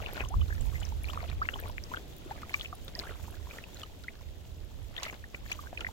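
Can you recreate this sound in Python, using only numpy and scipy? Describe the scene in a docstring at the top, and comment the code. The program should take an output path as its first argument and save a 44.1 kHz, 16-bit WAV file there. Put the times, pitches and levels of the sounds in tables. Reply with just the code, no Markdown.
"""A field with shallow muddy water, hands scooping and sloshing close to a phone with two microphone ports.
Trapped air pops as damped sines, most of them rising, over swarms of small random bubbles.
Shaped noise makes the fizzing spray and the slaps on skin and mud; a short noise tail scatters it all.
Low lumpy noise, nearly separate on each port, is the breeze; steady coloured noise is the field's hush."""
import sys
import numpy as np
from scipy import signal
from scipy.fft import rfft, irfft, next_fast_len
from scipy.io import wavfile
from scipy.ndimage import map_coordinates

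SR = 44100
rng = np.random.default_rng(int(sys.argv[2]) if len(sys.argv) > 2 else 0)


def wav_record(signal):
    """Record a signal, one row per channel, as 16-bit PCM in the file named by sys.argv[1]."""
    frames = np.transpose(np.atleast_2d(signal))
    bounded = np.clip(frames, -1, 1)
    # unit amplitude maps onto the largest positive 16-bit level
    quanta = np.round(bounded * 32767).astype(np.int16)
    wavfile.write(sys.argv[1], SR, quanta)


N = 261072  # length [samples]

# clear bubbles at the hands, levels before wavering and port balance:
# (time [s], peak level [dB], start pitch [Hz], t60 [ms], pitch rise [1/s])
CLEAR_BUBBLES = [(0.198, -33.5, 2483, 23, 4), (0.2065, -25.5, 590, 3.8, -2), (0.2056, -27.5, 2510, 13, 9),
                 (0.2139, -39, 1600, 50, 28.5), (0.304, -41, 679, 135, 10.5),
                 (0.3408, -29.5, 1010, 8.8, 30), (0.411, -41.5, 3040, 35, -1), (0.415, -42.5, 1080, 35, 24),
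                 (0.504, -33, 1540, 23, 23), (0.5246, -33, 1640, 21, 6), (0.753, -38.5, 2040, 56, 0.5),
                 (0.83, -40, 3020, 27, -2), (0.9217, -37.5, 915, 18, -8), (1.084, -36.5, 2270, 22, 31),
                 (1.0968, -33, 1290, 14, -4), (1.1003, -38, 3040, 28, 12), (1.1741, -27, 1130, 11, 25),
                 (1.228, -38.5, 686, 21, 1), (1.246, -41.5, 640, 26, 7), (1.416, -24, 1123, 44, 24),
                 (1.453, -34, 1950, 16, 32), (1.4883, -20.5, 1730, 4.6, 12), (1.488, -32.5, 2654, 23, 6),
                 (1.539, -34.5, 2940, 16, 26), (1.559, -27, 910, 5.5, 55), (1.5907, -32.5, 1620, 12.9, 12),
                 (1.6982, -38.5, 910, 13, 5), (1.7815, -27, 2110, 4.7, 30), (1.915, -35.5, 975, 28, 3),
                 (1.9444, -27.5, 1410, 12, 29), (1.9682, -40, 3180, 14, 4), (2.26, -40, 318, 29, 14),
                 (2.31, -32.5, 790, 31, 11.5), (2.4317, -35, 1266, 22, -2), (2.5405, -34, 1157, 26, 2),
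                 (2.5405, -22.5, 2250, 26, 6), (2.6561, -31, 2650, 18, -1), (2.727, -33.5, 1237, 18, -7),
                 (2.728, -43, 675, 40, 10), (2.955, -42.5, 1850, 37, 4), (3.07, -40, 1570, 18, 11),
                 (3.2805, -40.5, 860, 12, 17), (3.47, -41.5, 1000, 11, -3), (3.51, -37.5, 2320, 18, 12),
                 (3.8328, -42, 1216, 30, 1.5), (3.833, -38, 2955, 19, 3.5), (4.042, -46.5, 1470, 21, -6),
                 (4.082, -29.5, 1887, 19.6, 26), (4.9793, -37, 1790, 43, 10), (4.9793, -32, 3520, 16.5, 5),
                 (5.035, -41, 2900, 24, -10), (5.0313, -30.5, 6300, 7.9, 39), (5.0622, -34, 2080, 24, -1),
                 (5.064, -37, 1270, 18, 4), (5.082, -36.5, 2330, 20, -7), (5.24, -38, 1724, 17, 15),
                 (5.346, -28.5, 2180, 12, 31), (5.516, -25.5, 2245, 31, 25), (5.59, -36, 1165, 32, 3.5),
                 (5.67, -40.5, 1560, 17, 7), (5.774, -28, 2520, 16, -1), (5.8073, -33, 2920, 28, -12),
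                 (5.8097, -38, 1352, 19, 4), (5.8465, -25.5, 1910, 13, 0), (5.867, -26, 1870, 12, 34)]


def bubbles():
    """Trapped air rings; most pitches climb ever faster, others hold nearly steady."""
    s, db, hz, t60_ms, rise = np.transpose(CLEAR_BUBBLES)
    lag, pan_db = port_gap(s)
    return blips(s, db, hz, t60_ms / 1000, rise, pan_db, lag, attack=1.6, ragged=0.65, size=3500, hold=1.4)


# droplets and small pockets bursting, levels before wavering and port balance:
# (time [s], peak level [dB], pitch [Hz])
BURSTING_DROPLETS = [(0.002, -35.5, 1260), (0.022, -45, 2570), (0.0618, -28.5, 2740), (0.093, -40, 2550),
                     (0.1338, -38.5, 11850), (0.17, -34, 2870), (0.177, -31, 1490), (0.238, -36, 1060),
                     (0.249, -38, 2990), (0.258, -38.5, 1040), (0.2872, -35, 6170), (0.2902, -43, 9800),
                     (0.61, -38.5, 7600), (0.6604, -45, 9650), (0.5805, -39, 1850), (0.807, -41.5, 7260),
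                     (0.852, -37, 5730), (0.8898, -42, 6460), (1.035, -39, 10600), (1.0434, -31.5, 2330),
                     (1.0535, -38.5, 4260), (1.134, -31, 1120), (1.2046, -33, 2120), (1.292, -43, 3420),
                     (1.299, -39, 3760), (1.315, -36.5, 2280), (1.4295, -40, 4700), (1.535, -36, 1390),
                     (1.6, -37.5, 13300), (1.6364, -33.5, 2380), (1.6589, -34, 1070), (1.684, -41.5, 11000),
                     (1.7, -47, 12400), (1.838, -28.5, 5500), (1.938, -26, 1390), (1.9725, -29.5, 1504),
                     (2.165, -47, 14400), (2.1823, -44, 13600), (2.4947, -35, 2150), (2.5007, -46, 12800),
                     (2.5342, -37, 4000), (2.5967, -31.5, 3400), (2.611, -23.5, 3280), (2.6175, -32, 3820),
                     (2.648, -31.5, 2670), (2.7518, -40, 9800), (2.8469, -43, 14300), (2.8807, -33.5, 3600),
                     (2.952, -29, 4830), (2.991, -27, 5020), (2.997, -25.5, 4170), (3.019, -40, 2120),
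                     (3.0352, -37, 1200), (3.055, -38.5, 1380), (3.093, -39, 1950), (3.121, -42.5, 1260),
                     (3.308, -44.5, 11200), (3.586, -32.5, 1873), (3.6395, -35, 2650), (3.745, -41, 6840),
                     (3.769, -38, 4080), (3.7965, -43.5, 3540), (3.8166, -42, 3430), (4.9653, -25, 3200),
                     (5.098, -32.5, 2200), (5.11, -42, 6750), (5.462, -37, 1790), (5.4783, -47, 4350),
                     (5.5279, -29, 6390), (5.606, -51, 14000), (5.637, -44, 1080), (5.729, -35.5, 695),
                     (5.8883, -33.5, 878)]
# colour of the spit from a bursting droplet: (frequency [Hz], relative density [dB per Hz])
SPIT_COLOUR = [(6000, -20), (11000, -3), (16000, -1)]
DROP_T60_S = 0.012  # at 2000 Hz; shorter above, longer below
DROP_SWELL_S = 0.00033  # main part of the swell's time constant


def droplets():
    """Short pops at a steady pitch; the higher, the shorter, and the more they spit spray."""
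    s, db, hz = np.transpose(BURSTING_DROPLETS)
    lag, pan_db = port_gap(s)
    spit_db = db - 3 + 50 * np.log10(hz / 12000)
    spit = bursts(s, spit_db, t60=0.017) * rush(SPIT_COLOUR, [(5000, 0.45)])
    t60 = DROP_T60_S * (2000 / hz) ** 0.5
    attack = DROP_SWELL_S * hz[:, None]  # in cycles
    pops = blips(s, db, hz, t60, 0 * s, pan_db, lag, attack=attack, ragged=0.58, size=800)
    return spit + pops


# colour of the hissing spray: (frequency [Hz], relative density [dB per Hz])
SPRAY_COLOUR = [(2500, -20), (7000, -2.5), (9500, -18.5), (12000, -7), (16000, -9)]


def slosh():
    """Stirred water gurgles, glugs and crackles in clumps; thrown water fizzes, and hisses in its own clumps."""
    stir, bubble_hz, thrown = strokes()
    clumps_db = 1.2 * wobble(16) + 2.2 * wobble(70)
    crowd = stir ** CROWDING
    gurgle = amp(-7.5 + clumps_db) * swarm(count=1700, hz=bubble_hz, crowd=crowd, spread=0.424,
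                                           cycles=10, uneven_db=3.5, size=700)
    glug = amp(-7.0 + clumps_db) * swarm(count=1300, hz=0.36 * bubble_hz, crowd=crowd, spread=0.35,
                                         cycles=3.5, uneven_db=3, size=600)
    crackle = amp(-10.5 + clumps_db) * swarm(count=2000, hz=np.full(N, 3100), crowd=crowd, spread=0.3,
                                             cycles=4, uneven_db=4.5, size=250)
    fizz = amp(-5) * swarm(count=3000, hz=np.full(N, 8000), crowd=thrown ** CROWDING, spread=0.61,
                           cycles=3, uneven_db=4.5, size=100)
    spray = amp(-1.5 + 2.4 * wobble(50)) * rush(SPRAY_COLOUR, [(5000, .3)])
    return stir * (gurgle + glug + crackle) + thrown * (fizz + spray)


# sloshes of the hands, gains before each layer's own level:
# (time [s], held [s], stirring gain [dB], typical bubble pitch [Hz], thrown water gain [dB])
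HAND_SLOSHES = [(0.0, .17, -44, 1776, -65.5), (0.17, 0.045, -44, 1720, -59), (0.45, 0.23, -56, 1910, -65.5),
                (0.73, 0.14, -54, 1980, -64), (1.075, 0.075, -50, 1870, -60.5),
                (1.219, 0.07, -48.5, 1710, -79), (1.431, 0.24, -48, 1177, -69.5),
                (1.921, 0.052, -48.5, 1030, -63.5), (2.299, 0.095, -53.5, 1610, -71.5),
                (2.5, 0.13, -49, 2860, -62), (3.0, .1, -47.5, 1315, -62.5), (3.18, .16, -55, 1220, -67.5),
                (3.5, 0.079, -51.5, 1840, -61.5), (3.79, 0.013, -52, 1850, -58),
                (4.965, .02, -52, 3060, -66), (5.032, .012, -46, 2400, -53.5), (5.07, .05, -49, 2140, -68),
                (5.499, 0.014, -45.5, 3160, -59.5), (5.56, .11, -58, 1320, -63.5),
                (5.79, 0.09, -51, 1270, -67)]
SWELL_DB_PER_S, SETTLE_DB_PER_S = 260, 250  # how fast the stirring builds and dies away
CALM_DB, TRICKLE_DB, CALM_HZ = -62.5, -63, 2040  # between sloshes: stirring, dripping, bubble pitch
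THROWN_SHARPER = 1.8  # thrown water comes and goes this much faster than the stirring
CROWDING = .62  # bubbles a second grow with the gain of the water to this power


def strokes():
    """Each slosh swells, holds and settles: gain of stirring, its bubble pitch, gain of thrown water."""
    s, held, stir_db, hz, thrown_db = np.transpose(HAND_SLOSHES)
    shape = peaked(s, held, SWELL_DB_PER_S, SETTLE_DB_PER_S)
    stir = amp(CALM_DB) + amp(stir_db) @ shape
    pitch = (amp(CALM_DB) * CALM_HZ + (amp(stir_db) * hz) @ shape) / stir  # the stronger water sets the pitch
    trickle = amp(TRICKLE_DB + curves(STILL_SPELLS)[0])
    thrown = trickle + amp(thrown_db) @ shape ** THROWN_SHARPER
    return stir, pitch, thrown


def swarm(count, hz, crowd, spread, cycles, uneven_db, size):
    """Random bubbles of log-normal size round the hands, rms 1; hz and crowd: pitch and density per sample."""
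    draw = rng.random(count)
    odd = np.clip(rng.standard_normal((count, 5)), -2, 2)
    at = np.minimum(np.searchsorted(np.cumsum(crowd), draw * crowd.sum()), N - 1)
    s = at / SR
    pitch = np.clip(hz[at] * np.exp(spread * odd[:, 0]), 250, 15000)
    t60 = cycles * np.exp(0.62 * odd[:, 1]) / pitch
    lag, pan_db = port_gap(s)
    lag, pan_db = lag + 1.5e-4 * odd[:, 2], pan_db + 4 * odd[:, 3]  # scattered round the hands
    db = uneven_db * odd[:, 4] - 10 * np.log10(crowd[at])  # denser but softer, so the swarm stays even
    return unit(blips(s, db, pitch, t60, 0.2 / t60, pan_db, lag, attack=8, ragged=0.4, size=size))


# slaps of water on skin and mud, gains on noise of rms 1:
# (time [s], splash gain [dB], low squelch gain [dB])
WATER_SLAPS = [(0.207, -61, -32), (1.1326, -44, -49), (1.214, -62, -48), (1.241, -62, -54),
               (1.2982, -44.5, -42.5), (2.4177, -48, -42), (2.5391, -36.5, -59), (2.8807, -45, -41),
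               (2.992, -39, -43), (3.014, -62, -42), (3.832, -42.5, -64), (4.037, -45, -64),
               (5.0312, -29.5, -55), (5.1273, -61, -43.5), (5.3434, -55, -40.5), (5.516, -34, -43),
               (5.728, -65, -46), (5.806, -40.5, -68)]
# colour of a breaking water film: (frequency [Hz], relative density [dB per Hz])
FILM_COLOUR = [(300, -11), (4000, 10), (16000, -15)]
# colour of a squelch of mud: (frequency [Hz], relative density [dB per Hz])
MUD_COLOUR = [(120, 5), (300, 3), (900, -8.5), (2500, -6), (6000, -62)]
SLAP_T60_S, SQUELCH_T60_S = 0.031, 0.05


def smacks():
    """Slaps break the water film and squelch the mud: quick bursts of bright and low noise."""
    slap_s, splash_db, squelch_db = np.transpose(WATER_SLAPS)
    film = bursts(slap_s, splash_db, SLAP_T60_S) * rush(FILM_COLOUR, [(1000, 0.17)])
    squelch = bursts(slap_s, squelch_db, SQUELCH_T60_S) * rush(MUD_COLOUR, [(500, 1.0)])
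    return film + squelch


# where the hands are, as heard at the ports: (time [s], right port later by [ms])
HAND_PLACE = [(0, 0.25), (1.7, 0.29), (2.55, 0.19), (3, 0.086), (4.5, 0.03), (5, 0.19), (5.92, 0.2)]


def port_gap(s):
    """A sound at the hands: delay of the right port in seconds, and the left-right dB that goes with it."""
    later_ms = np.interp(s, *np.transpose(HAND_PLACE))
    return later_ms / 1000, -1.5 + 16 * later_ms


def surroundings(x):
    """Arms, bank and stems scatter a short diffuse answer."""
    t = np.arange(3000) / SR
    tail = rng.standard_normal((2, len(t))) * amp(-60 * t / 0.06) * (t > .002)
    return signal.fftconvolve(x, tail / np.linalg.norm(tail[0]), axes=1)[:, :N]


# breeze on the ports: (time [s], level [dB], left minus right [dB])
BREEZE_ON_PORTS = [(0, -46.5, -7), (.45, -41.5, -9), (1.0, -39.5, -8), (1.7, -43, -1), (2.2, -48.5, -3),
                   (2.95, -47, -3.5), (3.3, -45, -12.5), (3.85, -50.5, 0), (4.6, -45, -12.5),
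                   (5.15, -50, -3.5), (5.92, -46.5, -9.5)]
# sudden gusts, gains added to the breeze: (time [s], left gain [dB], right gain [dB])
SUDDEN_GUSTS = [(0.0, -32, -41), (0.243, -38, -36), (.385, -24, -25), (.44, -50, -41), (0.633, -41, -20.5),
                (.97, -37, -32), (1.322, -47, -31), (3.24, -49, -39), (4.82, -61, -33)]
# colour of the buffeting: (frequency [Hz], relative density [dB per Hz])
BUFFET_COLOUR = [(12, -48), (20, -8.5), (82, -2), (125, -17.5), (161, -23), (500, -50.5), (650, -95),
                 (1100, -120)]
GUST_RISE_DB_PER_S, GUST_FALL_DB_PER_S = 249, 176


def breeze():
    """Eddies thump each port almost separately, in lumps; gusts come on top."""
    level_db, pan_db = curves(BREEZE_ON_PORTS)
    s, *ports_db = np.transpose(SUDDEN_GUSTS)
    gusts = amp(ports_db) @ peaked(s, 0 * s, GUST_RISE_DB_PER_S, GUST_FALL_DB_PER_S)
    steady = amp([level_db + pan_db / 2, level_db - pan_db / 2])
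    lumps = amp(2.5 * np.array([wobble(18), wobble(18)]))
    buffet = unit(lumps * rush(BUFFET_COLOUR, [(60, 0.17)]))
    return (steady + gusts) * buffet


# colour of the field's hush: (frequency [Hz], relative density [dB per Hz])
HUSH_COLOUR = [(70, -3.5), (120, -4.5), (200, -8), (350, -8.5), (670, -13), (1050, -23.5), (2300, -25),
               (3400, -20), (4400, -26.5), (9400, -38), (16000, -38)]
# how alike the hush is at both ports: (frequency [Hz], likeness [-1 to 1])
HUSH_LIKENESS = [(130, 1), (300, 0.46), (650, 0.0086)]
# change in level of the hush, and of the dripping in strokes(): (time [s], level [dB])
STILL_SPELLS = [(0, 0), (3.6, 0), (4.5, -3.5), (5.1, -2)]


def field():
    """The hush of grass and distance: coloured noise, slightly unsteady."""
    drift_db = .7 * wobble(3)
    return amp(-51.5 + drift_db + curves(STILL_SPELLS)[0]) * rush(HUSH_COLOUR, HUSH_LIKENESS)


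def blips(s, db, hz, t60, rise, pan_db, lag, attack, ragged, size, hold=1):
    """Damped sines, gliding by rise; a positive lag reaches the left port first, the right port later."""
    s, db, hz, t60, rise, pan_db, lag = (np.asarray(v)[:, None] for v in (s, db, hz, t60, rise, pan_db, lag))
    out = np.zeros((2, N))
    for port, side in enumerate((1, -1)):
        start = (s - side * lag / 2) * SR
        index = np.clip(np.floor(start).astype(int) + np.arange(size), 0, N - 1)
        t = np.maximum(index - start, 0) / SR
        # the neck pinches off over a few cycles, set by attack; long gulps swell slower
        swell = 1 - np.exp(-t / (attack / hz + 0.01 * t60))
        # small bubbles are torn by the splash, all waver
        tearing = ragged * np.minimum(hz / 3000, 1) ** 2 * wobble(1200)[index]
        torn = 1 + tearing + .25 * wobble(220)[index]
        shape = swell * amp(-60 * (t / t60) ** hold)
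        shape /= shape.max(axis=1, keepdims=True) + 1e-9
        glide = rise * t ** 2 / 2 + np.minimum(rise * t, 1.5) ** 2 * t / 3
        ring = amp(db + side * pan_db / 2) * shape * torn * np.sin(2 * np.pi * hz * (t + glide))
        out[port] = np.bincount(index.ravel(), ring.ravel(), N)
    out[:, -1] = 0  # drops what was clipped onto the last sample
    return out


def rush(spectrum, alike):
    """Stereo noise of rms 1 with a colour and a left-right likeness, mixed from mid and side."""
    def colour(hz):
        turn = np.arccos(np.clip(along(alike, hz), -1, 1)) / 2
        return amp(along(spectrum, hz)) * [np.cos(turn), np.sin(turn)]
    mid, side = filtered(rng.standard_normal((2, N)), colour)
    return unit(np.array([mid + side, mid - side]))


def peaked(s, held, rise_db_per_s, fall_db_per_s):
    """One row of gain per event: rise, hold, fall, straight in dB."""
    t = np.arange(N) / SR
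    s, held = s[:, None], held[:, None]
    return amp(-rise_db_per_s * np.maximum(s - t, 0) - fall_db_per_s * np.maximum(t - s - held, 0))


def bursts(s, db, t60):
    """Gain that jumps at each time and dies away."""
    t = np.arange(900) / SR
    hits = np.bincount((s * SR).astype(int), amp(db), N)
    decay = amp(-60 * t / t60) * (1 - np.exp(-t / 0.00023))
    return np.convolve(hits, decay)[:N]


def filtered(x, response):
    """x times a response of frequency."""
    m = next_fast_len(N + 8192)
    return irfft(rfft(x, m) * response(np.fft.rfftfreq(m, 1 / SR)), m)[..., :N]


def wobble(rate):
    """A smooth random curve, rate knots a second."""
    knots = rng.standard_normal(int(N * rate / SR) + 4)
    return map_coordinates(knots, [np.arange(N) * rate / SR])


def curves(rows):
    """One value per sample for each column after the time."""
    s, *cols = np.transpose(rows)
    return [np.interp(np.arange(N) / SR, s, c) for c in cols]


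def along(points, hz):
    """(Hz, value) points on a log axis."""
    f, v = np.transpose(points)
    return np.interp(np.log(hz + 1), np.log(f + 1), v)


def amp(db):
    """Decibels to gain."""
    return 10 ** (np.asarray(db) / 20)


def unit(x):
    """Scaled to rms 1."""
    return x / np.sqrt(np.mean(x ** 2) + 1e-20)


def scene():
    """Water close by, its scatter, the breeze and the field."""
    water = bubbles() + smacks() + droplets() + slosh()
    scatter = amp(-18) * surroundings(water)
    return water + scatter + breeze() + field()


TOP_HZ = 15900  # band limit of the phone


def record(dry):
    """The phone keeps nothing above its band limit."""
    return filtered(dry, lambda hz: hz < TOP_HZ)


dry = scene()
out = record(dry)
wav_record(out)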